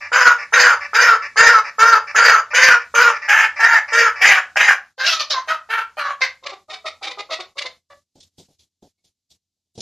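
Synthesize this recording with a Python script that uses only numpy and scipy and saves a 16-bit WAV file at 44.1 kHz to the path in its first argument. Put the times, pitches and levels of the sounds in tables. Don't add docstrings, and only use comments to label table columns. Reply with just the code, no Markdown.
import sys
import numpy as np
from scipy import signal
from scipy.fft import rfft, irfft, next_fast_len
from scipy.io import wavfile
from scipy.ndimage import uniform_filter1d, minimum_filter1d, map_coordinates

SR = 44100
rng = np.random.default_rng(int(sys.argv[2]) if len(sys.argv) > 2 else 0)


def gain_from_db(level_db):
    decades = np.asarray(level_db, float) / 20
    return 10 ** decades


def to_wav(s):
    ch = np.atleast_2d(s).T
    pcm = np.round(np.clip(ch, -1, 1) * 32767)
    wavfile.write(sys.argv[1], SR, pcm.astype(np.int16))


N = 432614

# frequency in Hz, level in dB per Hz.
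AIR_SPECTRUM = [(25, -16), (70, -8), (85, 5), (100, -8), (250, -11), (500, -22), (1500, -30), (2600, -23),
                (4000, -15), (7000, -16), (9000, -24), (14000, -28)]
# time in seconds, level in dB.
AIR_LEVEL = [(0, -83), (4.4, -83), (4.9, -90), (8.1, -88), (8.45, -83), (8.7, -88), (9.8, -89)]
# frequency in Hz, time to fall 60 dB in seconds.
ROOM_DECAY = [(400, 0.28), (1500, 0.23), (4000, 0.21), (10000, 0.15)]
TAIL_RENEWAL_S = 0.37

# start in seconds, peak in dB, thump in dB.
RUSTLES = [(8.1534, -51.5, -2.5), (8.202, -41, -28.5), (8.381, -42, -9), (8.482, -58.5, 3),
           (8.5899, -46, -26), (8.823, -53.5, 4), (8.9792, -68.5, -4), (9.0407, -50.5, -20),
           (9.3005, -47.5, -25), (9.56, -66, -9), (9.652, -63, -12), (9.7506, -49, -11),
           (9.7759, -37, -3.5), (9.8041, -22.5, -36)]
# frequency in Hz, level in dB per Hz.
SCRATCH_SPECTRUM = [(710, -52.5), (1200, -36), (2930, -13), (3350, -3.5), (5670, -7), (12600, -21),
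                    (14000, -43.5)]
# frequency in Hz, level in dB per Hz.
THUMP_SPECTRUM = [(18, -34), (30, -13.5), (193, -5.5), (491, -12.5), (782, -14), (1270, -41), (1600, -36),
                  (2080, -66), (3520, -120)]
RUSTLE_S = 0.053

# start in seconds, peak in dB, low tones in dB, length in seconds.
SOFT_NOTES = [(0.009, -25, -15, 0.071), (0.384, -22, -16.5, 0.0634), (0.81, -21.5, -16, 0.0631),
              (1.221, -20, -18, 0.057), (1.648, -21, -14, 0.0577), (2.0744, -22.5, -17, 0.05),
              (2.51, -22, -14, 0.037), (2.791, -26, -32, 0.046), (3.126, -21, -15, 0.0592),
              (3.219, -23, -17, 0.059), (3.565, -20, -14, 0.095), (3.883, -21.5, -12, 0.0477),
              (4.158, -23.5, -14, 0.12), (4.445, -44.5, -34, 0.01533)]
# frequency in Hz, level in dB per Hz.
SOFT_BODY = [(180, -82), (300, -42.5), (561, -25.5), (872, -12), (1020, -11), (1750, -3), (1910, 2),
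             (2260, -5), (2610, -4.5), (3230, -47), (5090, -12.5), (9000, -53), (11700, -80.5),
             (19800, -120)]
# start in seconds, peak in dB, low tones in dB, length in seconds, pitch in Hz.
CHUCKLE_THROBS = [(5.2324, -62, 26, 0.0175, 564), (6.44, -35, -4, 0.0155, 526),
                  (6.4672, -17, -7.5, 0.013, 581.6), (6.4957, -29, 0, 0.023, 548.5),
                  (6.533, -34, 6.5, 0.01534, 390.1), (6.701, -29.5, -1, 0.028, 622),
                  (6.7344, -25, -4.5, 0.021, 780), (6.8614, -22.5, 0, 0.033, 642),
                  (7.0306, -22.5, -5.5, 0.033, 790), (7.0728, -22, -3.5, 0.019, 825.6),
                  (7.1123, -25.5, -5.5, 0.0161, 519), (7.1895, -25, 0.5, 0.029, 412.4),
                  (7.3072, -25, -2, 0.022, 557), (7.3226, -19, -2.5, 0.03, 662),
                  (7.4047, -21, -3, 0.013, 373.7), (7.572, -37.5, -0.5, 0.0118, 530),
                  (7.5855, -14.5, -15, 0.016, 567.8), (7.6218, -14, -12, 0.01056, 580),
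                  (7.659, -22.5, -4, 0.019, 523)]
# frequency in Hz, level in dB per Hz.
CHUCKLE_BODY = [(150, -57), (250, -14.5), (664, -7.5), (899, -10), (1300, -7), (1590, -17.5), (2050, -3),
                (3180, -13), (4160, -2.5), (4680, -6.5), (12000, -39.5), (14000, -61)]
# start in seconds, peak in dB, low tones in dB, length in seconds, pitch in Hz.
LAST_NOTES = [
    (7.905, -46.5, 14.5, 0.033, 578),
    (8.98, -54, -14, .02, 2200),
]

# frequency in Hz, gain in dB.
THROAT = [(230, -27.5), (410, -20.5), (475, 4), (560, -2.5), (700, -9.5), (1000, -6.5), (1400, -4.5),
          (2400, -4.5), (3200, -10), (3600, -32)]
# start in seconds, length in seconds, level in dB, widest beak resonance in Hz,
# hoarseness in dB.
CLUCKS = [(4.979, 0.15, -22, 1684, 8), (5.048, .12, -22.5, 1600, 23), (5.19, .045, -31, 1220, 25),
          (5.299, 0.053, -26, 1562, 25.5), (5.328, 0.094, -23, 1150, 4), (5.475, .085, -17, 1574, -2),
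          (5.688, 0.1377, -17, 1658, -6.5), (5.969, 0.17, -18, 1450, -3.5), (6.207, 0.06, -18.5, 2237, 9.5)]
# share of length, effort in dB, beak opening from 0 to 1,
# extra breath in dB, low partials in dB.
CLUCK_SHAPE = [(0, -27, .98, 3.5, 11.5), (.15, -5, 0.87, 4, -11.5), (.55, -0.5, .5, -2, -17),
               (1, -9.5, 0, -0.5, -11)]
# time in seconds, pitch in Hz, upper partials in dB.
CLUCK_VOICE = [(4.98, 521.3, -28), (5.045, 543.6, -2), (5.074, 686, 1), (5.16, 643.4, -5),
               (5.236, 586, -2.5), (5.3, 636, -8), (5.353, 526, -17.5), (5.409, 513, -24.5),
               (5.475, 646.7, -9.5), (5.558, 612, -14.5), (5.689, 452.6, -10.5), (5.821, 454.4, -8.5),
               (5.97, 623, -3.5), (6.03, 565.7, -23), (6.119, 568.4, -18), (6.205, 502.3, -1.5),
               (6.259, 534, -9.5)]
# frequency in Hz, level in dB per Hz.
CLUCK_HISS = [(1880, -21), (3200, -9), (3970, -2.5), (4470, -5), (6270, -12), (8030, -38.5), (12300, -46.5),
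              (13200, -32), (14000, -88.5)]
CLUCK_SHUT_RATIO, CLUCK_HISS_DB = 0.83, -15

# start in seconds, length in seconds, level in dB, widest beak resonance in Hz,
# share of the length at which the beak is widest.
CROWS = [(0.117, 0.22, -9, 1519, 0.5015), (0.523, .225, -9, 1815, 0.39), (0.932, 0.23, -9.5, 1720, 0.41),
         (1.358, 0.2441, -9, 1840, 0.39), (1.783, 0.2, -9.5, 1507, 0.58), (2.145, 0.26, -9, 1736, 0.48),
         (2.533, .24, -9, 1885, 0.45), (2.94, 0.18, -10.5, 1450, 0.49), (3.279, 0.19, -11.5, 1620, 0.35),
         (3.591, .2, -9, 1670, 0.57), (3.921, 0.17, -10, 1743, 0.47), (4.207, .19, -11, 2040, 0.38),
         (4.558, 0.18, -11, 1850, 0.57)]
# share of length, effort in dB,
# beak opening from 0 to 1, extra breath in dB, low partials in dB.
CROW_SHAPE = [(0, -14, 0, -14, -1.5), (.07, -6.5, 0.83, 7.5, -11.5), (0.271, 0.5, 0.5, 1, -15),
              (0.451, -2, 1.05, 1.5, -13), (.65, -.5, 0.55, .5, -14), (.85, -3, 0.2, 1, -16),
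              (1.001, -5, .02, 0, -10.5)]
# time in seconds, pitch in Hz, shut beak resonance in Hz,
# fundamental over second partial in dB, upper partials in dB.
CROW_VOICE = [(0.113, 509.6, 1277, -6.5, -17), (.525, 491.8, 1266, -3, -18.5), (.93, 470.3, 1260, 0, -19.5),
              (1.354, 466.5, 1174, 2.5, -23), (2.145, 460, 1218, -1.5, -19), (2.53, 517.3, 1335, -5, -14.5),
              (2.94, 481.4, 1190, 6.5, -16), (3.28, 443.6, 1680, -19.5, -6.5),
              (3.591, 469.8, 1712, -33, -16.5), (3.92, 468.8, 1426, 9, -15.5),
              (4.21, 399.2, 1513, -10.5, -9.5), (4.555, 407.7, 1543, -15, -10)]
# time in seconds, share of air noise.
CROW_RASP = [(0.115, .28), (.93, .23), (1.785, .13), (2.145, .28), (2.94, .2), (3.28, .3), (3.59, .16),
             (3.92, .16), (4.21, .3)]
# frequency in Hz, level in dB per Hz.
CROW_HISS = [(1880, -12), (3200, -34), (3420, -18.5), (3710, -2.5), (4120, -16), (4810, 1), (5540, -7.5),
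             (6390, -3.5), (6800, -6), (7230, -14), (8540, -50.5), (12500, -24), (14000, -52.5)]
CROW_START, CROW_END = 0.93, 0.91
CROW_HISS_DB, UPPER_DB_PER_KHZ, HISS_DB_PER_KHZ = -19.5, 18.5, 24

# frequency in Hz, side under the middle in dB.
SIDE_SPREAD = [(3300, -55), (4200, -8), (6000, -6), (13000, -5)]
TOP_HZ = 13100


def unit(x):
    return x / np.sqrt(np.mean(x ** 2) + 1e-20)


def along(points, hz):
    f, v = np.transpose(points)
    return np.interp(np.log(hz + 1), np.log(f + 1), v)


def wobble(n, rate):
    knots = rng.standard_normal(int(n * rate / SR) + 4)
    return map_coordinates(knots, [np.arange(n) * rate / SR])


def filtered(x, gain):
    m = next_fast_len(x.shape[-1] + 4096)
    spectrum = rfft(x, m) * gain(np.fft.rfftfreq(m, 1 / SR))
    return irfft(spectrum, m)[..., :x.shape[-1]]


def add(track, s, x):
    part = track[round(s * SR):][:len(x)]
    part += x[:len(part)]


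def room_air():
    air = unit(filtered(rng.standard_normal(N), lambda f: gain_from_db(along(AIR_SPECTRUM, f))))
    air_db = np.interp(np.arange(N) / SR, *np.transpose(AIR_LEVEL))
    return gain_from_db(air_db + 24.5) * air


def room(x):
    out, step = np.zeros(N + SR), round(TAIL_RENEWAL_S * SR)
    late = np.pad(x, (step + 130, 2 * step))
    for start in range(0, N + step, step):
        hz, t, z = signal.stft(rng.standard_normal(SR // 2), SR, nperseg=256)
        decay = gain_from_db(-60 * t / along(ROOM_DECAY, hz)[:, None])
        tail = signal.istft(z * decay, SR, nperseg=256)[1]
        source = late[start:][:2 * step] * np.hanning(2 * step)
        answer = signal.fftconvolve(source, tail / np.linalg.norm(tail))
        add(out, max(start - step, 0) / SR, answer[max(step - start, 0):])
    return out[:N]


def swell(length, rise):
    t = np.arange(round((length + 0.026) * SR)) / SR
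    return (1 - np.exp(-(t / rise) ** 2)) * gain_from_db(-60 * np.clip(t - length, 0, 1) / 0.023)


def rustles():
    out = np.zeros(N)
    for s, db, thump_db in RUSTLES:
        shape = swell(RUSTLE_S, 0.0022)
        n = len(shape)
        shape = shape * np.exp(-np.arange(n) / SR / 0.04) * gain_from_db(2 * wobble(n, 90))
        noise = rng.standard_normal((2, n))
        scratch = unit(filtered(noise[0], lambda f: gain_from_db(along(SCRATCH_SPECTRUM, f))))
        thump = unit(filtered(noise[1], lambda f: gain_from_db(along(THUMP_SPECTRUM, f))))
        add(out, s, gain_from_db(db - 5.0) * shape * (scratch + gain_from_db(thump_db + 10.5) * thump))
    return out


def syrinx(hz, jitter, shimmer_db, share):
    n = len(hz)
    turns = np.cumsum(hz * (1 + jitter * wobble(n, 90))) / SR
    pulses = np.diff(np.floor(turns), prepend=0) * gain_from_db(shimmer_db * rng.standard_normal(n))
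    bends = rng.uniform(0, 2 * np.pi, size=50)
    air = rng.standard_normal(n) * (1 + 0.14 * np.cos(2 * np.pi * turns))

    def noisy(f):
        return np.clip(share * (0.4 + f / 1500), 0, 1)

    def clear(f):
        phase = np.interp(f, np.linspace(0, SR / 2, len(bends)), bends)
        return np.sqrt(1 - noisy(f)) * np.exp(1j * phase)

    return filtered(unit(pulses), clear) + filtered(unit(air), lambda f: np.sqrt(noisy(f)))


def notes(table, sag, high_db, body, low_hz, jitter, share, rise, lead, trim_db):
    out = np.zeros(N)
    for s, db, low_db, length, hz in table:
        length = max(length, 0.004)
        tone, burst = swell(length + lead, rise), swell(length, rise)
        burst = np.pad(burst, (len(tone) - len(burst), 0)) + 0.059 * tone
        voice = syrinx(np.linspace(hz, hz * sag, len(tone)), jitter, 150 * jitter, share)

        def part(a, b):
            return unit(filtered(voice, lambda f: gain_from_db(along(body, f)) * (f >= a) * (f < b)))

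        low = gain_from_db(low_db) * tone * part(0, low_hz)
        throat = burst * (part(low_hz, 3800) + gain_from_db(high_db) * part(3400, SR))
        add(out, max(s - rise - lead, 0), gain_from_db(db + trim_db) * (low + throat))
    return out


def soft_notes():
    table = [(*row, 590) for row in SOFT_NOTES]
    return notes(table, 0.96, -15, SOFT_BODY, low_hz=1000, jitter=0.016, share=0.22,
                 rise=0.008, lead=0.003, trim_db=-8)


def chuckles():
    return notes(CHUCKLE_THROBS, 0.95, -2.5, CHUCKLE_BODY, low_hz=1450, jitter=0.019, share=0.23,
                 rise=0.008, lead=0.013, trim_db=-8.5)


def last_notes():
    return notes(LAST_NOTES, 0.985, -3, CHUCKLE_BODY, low_hz=2000, jitter=0.008, share=0.12,
                 rise=0.004, lead=0.002, trim_db=-12)


def mouth(s0, length, db, wide_hz, shape, shut_hz, upper_db, hiss_db, upper_db_per_khz, hiss_db_per_khz):
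    share, effort_db, opening, breath_db, low_db = np.transpose(shape)
    lift_hz = opening * (wide_hz - shut_hz)
    lift_khz = lift_hz / 1000
    upper = upper_db + breath_db + upper_db_per_khz * lift_khz
    hiss = hiss_db + breath_db + hiss_db_per_khz * lift_khz * opening ** 1.4
    return [s0 + length * share, db + effort_db, shut_hz + lift_hz, upper, hiss, low_db]


def call(rows, hz, first_db, hiss_colour, jitter, shimmer_db, share, beak_db, beak_width_hz, under):
    s, db, beak_hz, upper_db, hiss_db, low_db = rows
    t = s[0] + np.arange(round((s[-1] - s[0] + 0.016) * SR)) / SR
    f, frames, z = signal.stft(syrinx(hz(t), jitter, shimmer_db, share), SR, nperseg=256)
    f = f[:, None]

    def at(v):
        return np.interp(s[0] + frames, s, v)

    def norm(g):
        return g / np.sqrt(np.mean(g ** 2, 0))

    beak = gain_from_db(beak_db) / (1 + (2 * (f - at(beak_hz)) / beak_width_hz) ** 2)
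    body = gain_from_db(along(THROAT, f)) * (1 + beak)
    first, low, upper = f < 650, f < 1000, f > 2200
    flares = uniform_filter1d(rng.standard_normal(z.shape), size=3, axis=0)
    flares = uniform_filter1d(flares, size=20, axis=1)
    hiss = norm(gain_from_db(along(hiss_colour, f) + 5 * unit(flares)))
    gain = norm(body * ~low * ~upper)
    gain = gain + norm(body * low * gain_from_db(first_db * first)) * gain_from_db(at(low_db) - 2.5)
    gain = gain + norm(body * upper) * gain_from_db(at(upper_db) - 1.0)
    gain = gain + hiss * gain_from_db(at(hiss_db) - 1.5)
    x = signal.istft(z * gain, SR, nperseg=256)[1][:len(t)]
    fade = np.clip((t - t[0]) / 0.00053, 0, 1) * np.clip((t[-1] - t) / 0.03, 0, 1)
    x = filtered(x, lambda f: under + (1 - under) / (1 + (455 / (f + 1)) ** 24))
    return x * fade * gain_from_db(np.interp(t, s, db) + 2.2 * wobble(len(t), 60))


def clucks():
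    out = np.zeros(N)
    when, pitch_hz, bright_db = np.transpose(CLUCK_VOICE)
    share = np.transpose(CLUCK_SHAPE)[0]
    for s0, length, db, wide_hz, hoarse_db in CLUCKS:
        upper_db = np.interp(s0 + length * share, when, bright_db)
        rows = mouth(s0, length, db, wide_hz, CLUCK_SHAPE, CLUCK_SHUT_RATIO * wide_hz, upper_db,
                     CLUCK_HISS_DB + hoarse_db, upper_db_per_khz=-6, hiss_db_per_khz=8)
        cluck = call(rows, lambda t: np.interp(t, when, pitch_hz), -15.0, CLUCK_HISS, jitter=0.022,
                     shimmer_db=3, share=0.17, beak_db=16.5, beak_width_hz=247, under=1.0)
        add(out, s0, cluck)
    return out


def crows():
    out = np.zeros(N)
    s, *voice = np.transpose(CROW_VOICE)
    share, *course = np.transpose(CROW_SHAPE)
    for s0, length, db, wide_hz, widest in CROWS:
        hz, shut_hz, first_db, upper_db = [np.interp(s0, s, v) for v in voice]
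        moments = [s0, s0 + length * widest, s0 + length]
        arch = np.poly1d(np.polyfit(moments, [hz * CROW_START, hz, hz * CROW_END], 2))
        stretched = np.interp(share, share[[0, 1, 3, -1]], [*share[:2], widest, 1])
        rows = mouth(s0, length, db, wide_hz, np.transpose([stretched, *course]), shut_hz, upper_db,
                     CROW_HISS_DB, UPPER_DB_PER_KHZ, HISS_DB_PER_KHZ)
        rasp = np.interp(s0, *np.transpose(CROW_RASP))
        crow = call(rows, arch, first_db, CROW_HISS, jitter=0.12 * rasp, shimmer_db=17 * rasp,
                    share=rasp, beak_db=21.5, beak_width_hz=400, under=0.25)
        add(out, s0, crow)
    return out


def scene():
    voice = crows() + clucks() + soft_notes() + chuckles() + last_notes()
    bird = filtered(voice, lambda f: 1 / (1 + (300 / (f + 1)) ** 4))
    mid = bird + gain_from_db(-4.5) * room(bird) + rustles() + room_air()
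    return np.array([mid, mid])


def noise_gate(x):
    key = np.abs(uniform_filter1d(filtered(x, lambda f: f > 250) ** 2, size=600))
    key_db = 10 * np.log10(key + 1e-12)
    gate_db = -26 / (1 + np.exp((key_db + 58) / 3))
    gate_db = -minimum_filter1d(-gate_db, size=1801, origin=900)
    return x * gain_from_db(uniform_filter1d(gate_db, size=500))


def patchy_treble(x):
    hz, t, z = signal.stft(x, SR, nperseg=2048)
    band = (hz // 900).astype(int)
    luck = rng.standard_normal((band.max() + 1, len(t)))
    luck = unit(uniform_filter1d(luck, size=3, axis=1))[band]
    usual = np.sqrt(np.abs(uniform_filter1d(np.abs(z) ** 2, size=40, axis=0)))
    kept = np.abs(z) > usual * (1.2 + 1.1 * luck)
    top = (hz[:, None] > 7500) & (usual > gain_from_db(-100))
    z = z * np.where(top, kept, 1) * (hz[:, None] < TOP_HZ)
    return signal.istft(z, SR, nperseg=2048)[1][:N]


def treble_sides(x):
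    hz, t, z = signal.stft(x, SR, nperseg=1024)
    turn = np.exp(2j * np.pi * rng.random(z.shape))
    spread = gain_from_db(along(SIDE_SPREAD, hz))[:, None]
    side = signal.istft(z * turn * spread, SR, nperseg=1024)[1][:N]
    return np.array([x + side, x - side])


def roll_off(x):
    return signal.sosfilt(signal.butter(12, 14250, fs=SR, output="sos"), x)


def record(dry):
    x = noise_gate(dry[0])
    x = x / (1 + np.abs(x / 0.93) ** 5) ** (1 / 5)
    return roll_off(treble_sides(patchy_treble(x)))


dry = scene()
out = record(dry)
to_wav(out)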